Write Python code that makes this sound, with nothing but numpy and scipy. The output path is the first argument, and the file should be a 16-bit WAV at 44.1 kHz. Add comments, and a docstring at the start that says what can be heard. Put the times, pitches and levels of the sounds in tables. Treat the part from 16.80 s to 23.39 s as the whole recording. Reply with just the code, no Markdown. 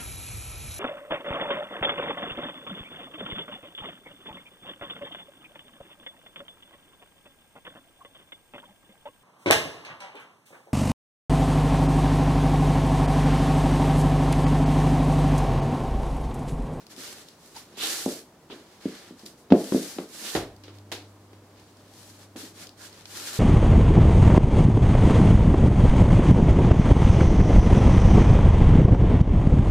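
"""Two cats wrestle on a wooden floor in a small room, heard from just above.
Fur: shaped noise in strokes that speed up and slow down. Bodies: soft pushes plus ringing floorboard modes.
Paw pats, claw ticks and the hard knock within some landings: short coloured pulses, smeared by skidding.
Dragging pads: brief swells of band noise. Midway an appliance, likely a fridge, clunks on; its relay snaps
and its motor hums in harmonics. Behind it all: quiet shaped-noise room tone."""
import sys
import numpy as np
from scipy import signal
from scipy.fft import rfft, irfft
from scipy.io import wavfile
from scipy.ndimage import uniform_filter1d

SR = 44100
rng = np.random.default_rng(int(sys.argv[2]) if len(sys.argv) > 2 else 0)


def log_audio(samples):
    """Write samples as a 16-bit WAV file to the path given in sys.argv[1]."""
    # one column per channel
    frames = np.atleast_2d(samples).T
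    # limit to full scale, then quantise
    limited = np.clip(frames, -1, 1)
    pcm = np.round(limited * 32767).astype(np.int16)
    wavfile.write(sys.argv[1], SR, pcm)


N = 290619

# Room tone spectrum: (frequency [Hz], relative density [dB])
AIR_SPECTRUM = [(20, -28), (45, -10), (90, -4), (180, -1), (320, 0), (550, -5.5), (1000, -8.5), (1600, -15),
                (2700, -20), (4500, -20), (9000, -24), (15000, -27.5)]
# Room decay: (frequency [Hz], t60 [s])
ROOM_T60 = [(100, 0.15), (400, 0.41), (1000, 0.33), (4000, 0.32), (14000, 0.27)]
# Left-right likeness of noise: (frequency [Hz], correlation [-1 to 1])
LIKENESS = [(100, .99), (350, 1), (700, 0.89), (1400, 0.67), (3100, 0.12), (6800, 0.11), (10000, -0.12),
            (15000, -0.45)]
# Appliance knocks and relay snaps:
# (time [s], peak level [dB], hardness [dB/octave], room [dB re knock], cabinet boom [dB])
SWITCHES = [(3.5509, -19, -3.5, 4.5, -36), (3.5599, -29.5, 2, 6.5, -52), (4.1171, -30.5, 3, 1.5, -71),
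            (4.1223, -31, 4, 5, -74)]
# Knock spectrum: (frequency [Hz], relative level [dB])
SWITCH_SPECTRUM = [(40, -36), (160, -14.5), (300, 0.5), (550, -8.5), (780, -9), (1050, -16), (1600, -14.5),
                   (2700, -18), (4200, -17.5), (8000, -32), (12000, -36), (15000, -46)]
# Motor hum course: (time [s], level [dB])
MOTOR_LEVEL = [(3.6, -54.5), (3.95, -48.5), (4.5, -53.5), (5.2, -55.5), (6.59, -58.5)]
# Hum harmonics: (multiple of HUM_HZ [1], relative level [dB])
HUM_HARMONICS = [(1, 0.5), (2, -13.5), (3, -8.5), (6, -15.5)]
# Pads sticking and slipping:
# (middle [s], peak level [dB], pitch [Hz], width [Hz], swell half-length to 1/e [s])
SQUEAKS = [(0.768, -41.5, 950, 200, 0.0056), (0.766, -44.5, 4480, 500, .005),
           (1.035, -31.5, 3420, 1730, 0.045), (1.046, -29.5, 3910, 320, 0.012),
           (1.72, -44, 3440, 1600, 0.018), (3.479, -39.5, 3400, 2000, 0.037),
           (6.034, -52.5, 1540, 400, 0.044), (6.521, -48.5, 1370, 180, 0.11)]
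# Claw ticks: (time [s], peak level before claw_db [dB], left over right [dB])
CLAWS = [(0.067, -43, 2), (.164, -43, 6), (0.486, -41.5, 5), (0.764, -40, 1), (2.394, -46, 3),
         (2.4616, -35, -2), (3.7642, -50.5, -5), (4.797, -53, 0), (4.97, -54, -1), (5.87, -39.5, 3),
         (5.892, -41, 1), (6.128, -45.5, -6)]
# Tick spectrum: (frequency [Hz], relative level [dB])
CLAW_SPECTRUM = [(300, -24), (1500, -37), (3000, -9.5), (4200, -7), (5000, -3), (6500, -14), (10000, -18.5),
                 (15000, -22)]
# Paw pats and scuffs, and the hard knock within some body landings:
# (time [s], peak level [dB], hardness [dB/octave], room [dB re pulse])
PATS_AND_KNOCKS = [(0.766, -45, 10, -7), (0.974, -42.5, -10, 0), (1.7, -41, -2.5, 5),
                   (1.726, -39.5, -10.5, 11), (2.704, -30.5, -2.5, 6.5), (2.722, -17, -3.5, -8),
                   (2.9214, -23, -7.5, -6), (3.1849, -30.5, -3, 1), (3.8362, -46.5, 4.5, 7),
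                   (3.881, -42, 0, 0.5), (3.985, -49.5, 9, -10), (4.532, -46.5, 0, -5),
                   (5.5602, -38.5, -3, -1.5), (6.2557, -38, 6, -14)]
# Pat and knock spectrum before hardness: (frequency [Hz], relative level [dB])
PAT_SPECTRUM = [(100, -22.5), (330, 5), (600, -8.5), (950, -8), (1800, -12.5), (3400, -11), (5000, -15),
                (8000, -31), (15000, -44)]
# Bodies landing: (time [s], peak level [dB], contact corner [Hz], room [dB re push])
THUMPS = [(.179, -40.5, 557, -8), (.925, -49.5, 600, -3), (1.2618, -17, 824, -3),
          (2.056, -19.5, 453, -11.5), (2.308, -37.5, 458, -11), (2.434, -42, 447, -1),
          (2.711, -17.5, 304, 2), (2.7219, -2.5, 860, -5.5), (2.9223, -18, 510, -3.5),
          (2.9466, -13, 586, -5), (3.165, -39.5, 450, -2), (3.187, -24, 810, -8), (3.414, -43, 714, 10),
          (5.557, -39, 800, 1), (5.631, -43, 800, 5.5), (5.801, -48, 554, 12)]
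# Push spectrum before softening: (frequency [Hz], relative level [dB])
THUD_SPECTRUM = [(25, -28), (65, -25), (97, -8), (135, -18.5), (185, 4), (270, 4), (420, -2), (700, -7),
                 (1000, -13.5), (3000, -13)]
# Floorboard modes before softening: (frequency [Hz], relative level [dB], t60 [s])
BOARD_MODES = [(169, -13.5, 0.3), (200, -10, 0.3), (256, 2.5, 0.18), (306.4, -4.5, 0.25),
               (340.5, -0.5, .13), (368.6, -2.5, 0.19), (423, -8.5, .28), (452, -12, 0.34),
               (518.7, -9.5, 0.2), (590, -6.5, 0.17), (643, -25, 0.52), (700, -17.5, 0.32)]
# Flank or leg sweeping the boards; at 2.455 s the short hiss trailing a claw tick:
# (start [s], length [s], hiss at full speed [dB], share spent speeding up [0-1],
#  mean pressure [dB], left over right [dB])
STROKES = [(0, 0.054, -62, 0.14, 2.5, -1), (0.094, 0.078, -53, 0.31, -1.5, 1),
           (0.154, 0.22, -44, 0.41, -2, -1), (0.357, .25, -56, 0.067, -1, 0),
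           (0.568, .22, -59, 0.41, -5.5, -.5), (.744, .1, -49.5, 0.33, -1.5, -0.5),
           (.836, 0.38, -61, 0.48, 2.5, 0), (0.968, 0.27, -36, 0.38, -4, -1.5),
           (1.034, 0.4, -41, 0.44, -6.5, -1.5), (1.697, 0.14, -59.5, 0.27, 4.5, -.5),
           (1.786, .25, -64.5, .59, 2.5, -1.5), (2.001, 0.36, -54.5, 0.28, 3.5, 0),
           (2.356, 0.11, -59, 0.55, -1.5, .5), (2.455, 0.043, -47.5, .14, -7, -0.5),
           (2.574, 0.077, -62, 0.1, -14, 2), (2.719, 0.56, -43.5, 0.41, -5, 1.5),
           (3.205, 0.42, -39.5, 0.72, -4.5, -2.5), (3.92, 0.063, -64.5, 0.59, 3, -1.5),
           (4.25, 0.11, -70, .4, -12, 0), (4.557, 0.93, -67.5, 0.59, 1, 0),
           (4.738, 0.11, -71.5, 0.41, 8.5, 0), (5.058, 0.33, -57, 0.57, -6.5, 2),
           (5.327, 0.15, -58.5, 0.45, -3, 1.5), (5.56, .17, -47, 0.17, -2.5, 1),
           (5.724, 0.13, -48.5, 0.62, -1.5, -0.5), (5.963, 0.13, -49, 0.56, -2.5, -2),
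           (6.084, 0.24, -58.5, .22, 2, 1), (6.252, 0.58, -41.5, 0.42, -3, 1)]
# Rubbing spectrum: (frequency [Hz], relative density [dB])
FUR_SPECTRUM = [(88, -39), (150, -17), (328, -1), (406, -5.5), (566, -4.5), (689, -9), (854, -4), (923, -9),
                (1630, -4), (2500, -6.5), (3840, -3.5), (4320, -2), (12200, -9), (15100, -15), (16000, -35)]

AIR_DB, HUM_HZ, EDGE_HZ = -55, 99.8, 15900
RATTLE_S = 0.0051  # loose parts chatter, decay to 1/e
RING_DB, RING_FOLLOWS = -1, 0.19  # board ringing re push; extra dB per dB of room
SPEED_POWER = 0.9  # friction noise grows with speed to this power
PRESSURE_RISE_DB = 0.5  # start to end of a stroke
DULLING = 0.2  # fizz lost per dB of pressure: pressed fur lies flat
LINGER_S, LINGER_SHARE = 0.018, 0.45  # share of rubbing power held by the room
CATCHES_PER_S, CATCH_DB, CATCH_S = 35, -8.5, 0.0016  # hair snags: rate, surge re steady rub, decay
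TIME_S = np.arange(N) / SR
BLOW_S = np.arange(SR // 2) / SR  # time since a blow
BLOW_HZ = abs(np.fft.fftfreq(len(BLOW_S), 1 / SR))


def amp(db):
    """Decibels to gain."""
    return 10 ** (np.asarray(db) / 20)


def evened(x):
    """Scales to rms 1."""
    return x / np.sqrt(np.mean(x ** 2) + 1e-20)


def read(points, hz):
    """Interpolates a table over log frequency."""
    f, value = np.transpose(points)
    return np.interp(np.log(hz + 1), np.log(f + 1), value)


def add(mix, start_s, sound):
    """Mixes a stereo sound in, cut at the end of the mix."""
    part = mix[:, round(start_s * SR):][:, :sound.shape[1]]
    part += sound[:, :part.shape[1]]


def panned(x, side_db):
    """Sets left over right level; positive leans left."""
    return x * amp(np.array([[.5], [-.5]]) * side_db)


def peaking(x, db):
    """Sets the rms level of the loudest 4 ms."""
    power = uniform_filter1d((x ** 2).mean(0), size=176)
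    return amp(db) * x / np.sqrt(power.max())


def noise(size, spectrum=((1, 0), (2, 0))):
    """Coloured stereo noise, correlated across the channels by LIKENESS; rms 1."""
    hz = np.fft.rfftfreq(size, 1 / SR)
    same = np.clip(read(LIKENESS, hz), -.999, .999)
    mid, side = rfft(rng.standard_normal((2, size)))
    mid, side = mid * np.sqrt(1 + same), side * np.sqrt(1 - same)
    stereo = np.array([mid + side, mid - side])
    return evened(irfft(stereo * amp(read(spectrum, hz)), size))


def wander(rate_hz):
    """Low-passed random drift of rms 1."""
    hz = np.fft.rfftfreq(N, 1 / SR)
    return evened(irfft(rfft(rng.standard_normal(N)) * np.exp(-(hz / rate_hz) ** 2), N))


def band(x, low_hz, high_hz):
    """Keeps one band."""
    sos = signal.butter(4, [low_hz, high_hz], "band", fs=SR, output="sos")
    return signal.sosfilt(sos, x)


def split(x, corner_hz):
    """Parts below and above a corner."""
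    low = irfft(rfft(x) / (1 + (np.fft.rfftfreq(N, 1 / SR) / corner_hz) ** 4), N)
    return low, x - low


def tilted(spectrum, hardness_db):
    """Harder contact lifts the treble, in dB per octave."""
    return read(spectrum, BLOW_HZ) + hardness_db * np.log2(1 + (BLOW_HZ / 450) ** 2) / 2


def softened(hz, corner_hz):
    """Level change in dB: a soft contact lasts too long to excite much above its corner."""
    return -10 * np.log10(1 + (hz / corner_hz) ** 8)


def blow(colour_db, room_db, skid_s=0, room_build_s=0.0011):
    """Minimum-phase pulse, smeared into tiny contacts if it skids, plus the room's decaying answer."""
    log_gain = np.log(amp(np.maximum(colour_db, -100)))
    pulse = np.fft.ifft(np.exp(np.conj(signal.hilbert(log_gain)))).real[None]
    size = len(BLOW_S)
    f, t, z = signal.stft(noise(size), SR, nperseg=256)
    decay = amp(-60 * t / read(ROOM_T60, f)[:, None])
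    tail = signal.istft(z * decay, SR, nperseg=256)[1][:, :size]
    tail = tail * (1 - np.exp(-(BLOW_S / room_build_s) ** 2))
    tail = signal.fftconvolve(tail, pulse, axes=1)[:, :size]
    if skid_s:
        contacts = noise(size) * np.exp(-BLOW_S / skid_s)
        pulse = signal.fftconvolve(contacts, pulse, axes=1)[:, :size]
    return evened(pulse) + amp(room_db) * evened(tail)


def air():
    """Room tone: steady shaped noise with a slight level flicker."""
    return noise(N, AIR_SPECTRUM) * amp(AIR_DB + .5 * wander(24))


def motor(waver_db=1.3):
    """Harmonics of HUM_HZ, each wavering alone, from the first knock on."""
    hum = np.zeros(N)
    for multiple, db in HUM_HARMONICS:
        turns = round(multiple) * HUM_HZ * TIME_S + rng.random()
        hum += amp(db + waver_db * wander(4)) * np.sin(2 * np.pi * turns)
    running = np.clip((TIME_S - SWITCHES[0][0]) / .05, 0, 1)  # 50 ms fade-in
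    return running * hum * amp(np.interp(TIME_S, *np.transpose(MOTOR_LEVEL)))


def appliance(boom_t60_s=0.53):
    """Each knock rattles and shakes the cabinet into a decaying low boom; the motor hums."""
    out = np.zeros((2, N))
    for start_s, db, hardness_db, room_db, boom_db in SWITCHES:
        knock = blow(tilted(SWITCH_SPECTRUM, hardness_db), room_db, RATTLE_S)
        add(out, start_s, peaking(knock, db))
        boom = evened(band(noise(len(BLOW_S)), 41, 160))
        add(out, start_s, boom * amp(boom_db - 60 * BLOW_S / boom_t60_s))
    return out + motor()


def squeaks(side_db=-3):
    """A pad sticks and slips as it drags: a resonant band of noise swells and fades."""
    out = np.zeros((2, N))
    size, middle_s = len(BLOW_S), BLOW_S[-1] / 2
    hz = np.fft.rfftfreq(size, 1 / SR)
    for s, db, pitch_hz, width_hz, length_s in SQUEAKS:
        resonance = 1 / (1 + (2 * (hz - pitch_hz) / width_hz) ** 2)
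        tone = irfft(rfft(noise(size)) * resonance, size)
        swell = np.exp(-((BLOW_S - middle_s) / length_s) ** 2)
        add(out, s - middle_s, panned(peaking(tone * swell, db), side_db))
    return out


def claws(claw_db=-2, room_db=-6):
    """Claw tips skid for an instant on the wood and tick."""
    out = np.zeros((2, N))
    for start_s, db, side_db in CLAWS:
        tick = blow(read(CLAW_SPECTRUM, BLOW_HZ), room_db, skid_s=.0025)
        add(out, start_s, panned(peaking(tick, db + claw_db), side_db))
    return out


def pats_and_knocks():
    """Paw pats and scuffs, and the hard knock within some body landings; hardness tilts, a skid smears."""
    out = np.zeros((2, N))
    for start_s, db, hardness_db, room_db in PATS_AND_KNOCKS:
        contact = blow(tilted(PAT_SPECTRUM, hardness_db), room_db, skid_s=.0035)
        add(out, start_s, peaking(contact, db))
    return out


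def board_ringing(corner_hz, build_s=0.0094):
    """Decaying floorboard modes, building up over some milliseconds; rms 1."""
    ring = np.zeros(len(BLOW_S))
    for hz, mode_db, t60_s in BOARD_MODES:
        level_db = mode_db + softened(hz, corner_hz) - 60 * BLOW_S / t60_s
        ring += amp(level_db) * np.sin(2 * np.pi * (hz * BLOW_S + rng.random()))
    return evened(ring * (1 - np.exp(-(BLOW_S / build_s) ** 2)))


def leading(x, lead_s):
    """Left channel earlier than right by lead_s."""
    hz = np.fft.rfftfreq(N, 1 / SR)
    return irfft(rfft(x) * np.exp(1j * np.pi * hz * lead_s * np.array([[1], [-1]])), N)


def thumps(heft=0.74, heavy_db=-11, side_db=-0.1, lead_s=.00003):
    """A soft body pushes the floor once; the boards take up the blow and ring on."""
    out = np.zeros((2, N))
    for start_s, db, corner_hz, room_db in THUMPS:
        # heavy landings bend the joists too: more bass below about 85 Hz
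        joists_db = np.clip(heft * (db - heavy_db), -6, 6) / (1 + (BLOW_HZ / 85) ** 4)
        colour_db = read(THUD_SPECTRUM, BLOW_HZ) + joists_db + softened(BLOW_HZ, corner_hz)
        push = blow(colour_db, room_db, room_build_s=0.0019)
        ring = amp(RING_DB + RING_FOLLOWS * room_db) * board_ringing(corner_hz)
        add(out, start_s, peaking(push + ring, db))
    return leading(panned(out, side_db), lead_s)


def combed(x, echo=0.13, longest_s=.009):
    """Six early echoes from floor and walls per channel ripple the spectrum."""
    hz = np.fft.rfftfreq(N, 1 / SR)
    delays_s = rng.uniform(0.000958, longest_s, (6, 2, 1))
    return irfft(rfft(x) * (1 + echo * np.exp(-2j * np.pi * hz * delays_s).sum(0)), N)


def catches():
    """Hairs snag on the grain: brief decaying friction surges at random moments."""
    strength = np.minimum(rng.exponential(1, N), 3)
    snags = (rng.random(N) < CATCHES_PER_S / SR) * strength
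    surges = signal.lfilter([1], [1, -np.exp(-1 / (CATCH_S * SR))], snags)
    return 1 + amp(CATCH_DB) * surges


def sweep(length_s, crest):
    """Progress 0-1 and speed of a stroke: one arch, topping at the crest."""
    progress = np.arange(0, length_s, 1 / SR) / length_s
    skew = np.log(.5) / np.log(crest)
    return progress, abs(np.sin(np.pi * progress ** skew))


def lingering(power):
    """Power to gain; part of the power dies away softly in the room."""
    keep = np.exp(-1 / (LINGER_S * SR))
    held = signal.lfilter([1 - keep], [1, -keep], power + 1e-20)
    return np.sqrt((1 - LINGER_SHARE) * power + LINGER_SHARE * held)


def stroke_gain(layer_follows):
    """Gain over all strokes: speed drives friction; pressure acts by layer_follows (dB per dB)."""
    power = np.zeros((2, N))
    for start_s, length_s, db, crest, press_db, side_db in STROKES:
        progress, speed = sweep(length_s, crest)
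        pressure_db = press_db + PRESSURE_RISE_DB * (progress - .5)
        gain = amp(db + layer_follows * pressure_db) * speed ** SPEED_POWER
        add(power, start_s, panned(gain, side_db) ** 2)
    return lingering(power)


def fur(scrape_db=0, hiss_db=0, fizz_db=-1, judder_db=1.26):
    """Countless hairs catch and slip; pressure brings out the scrape of the wood and dulls the fizz."""
    rub = combed(noise(N, FUR_SPECTRUM)) * amp(judder_db * wander(18)) * catches()
    scrape, treble = split(rub, corner_hz=4240)
    mono = rub.mean(0)
    scrape = scrape / band(mono, 1200, 4200).std()
    treble = treble / band(mono, 4500, 14000).std()
    hiss, fizz = split(treble, corner_hz=8500)
    return (amp(scrape_db) * scrape * stroke_gain(1)
            + amp(hiss_db) * hiss * stroke_gain(0)
            + amp(fizz_db) * fizz * stroke_gain(-DULLING))


def scene():
    """Quiet room, appliance and cats."""
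    return air() + appliance() + squeaks() + claws() + pats_and_knocks() + thumps() + fur()


def record(dry):
    """Clips at full scale, then low-passes at EDGE_HZ."""
    edge = signal.firwin(511, EDGE_HZ, window=("kaiser", 9), fs=SR)
    return signal.oaconvolve(np.clip(dry, -1, 1), edge[None], "same")


dry = scene()
out = record(dry)
log_audio(out)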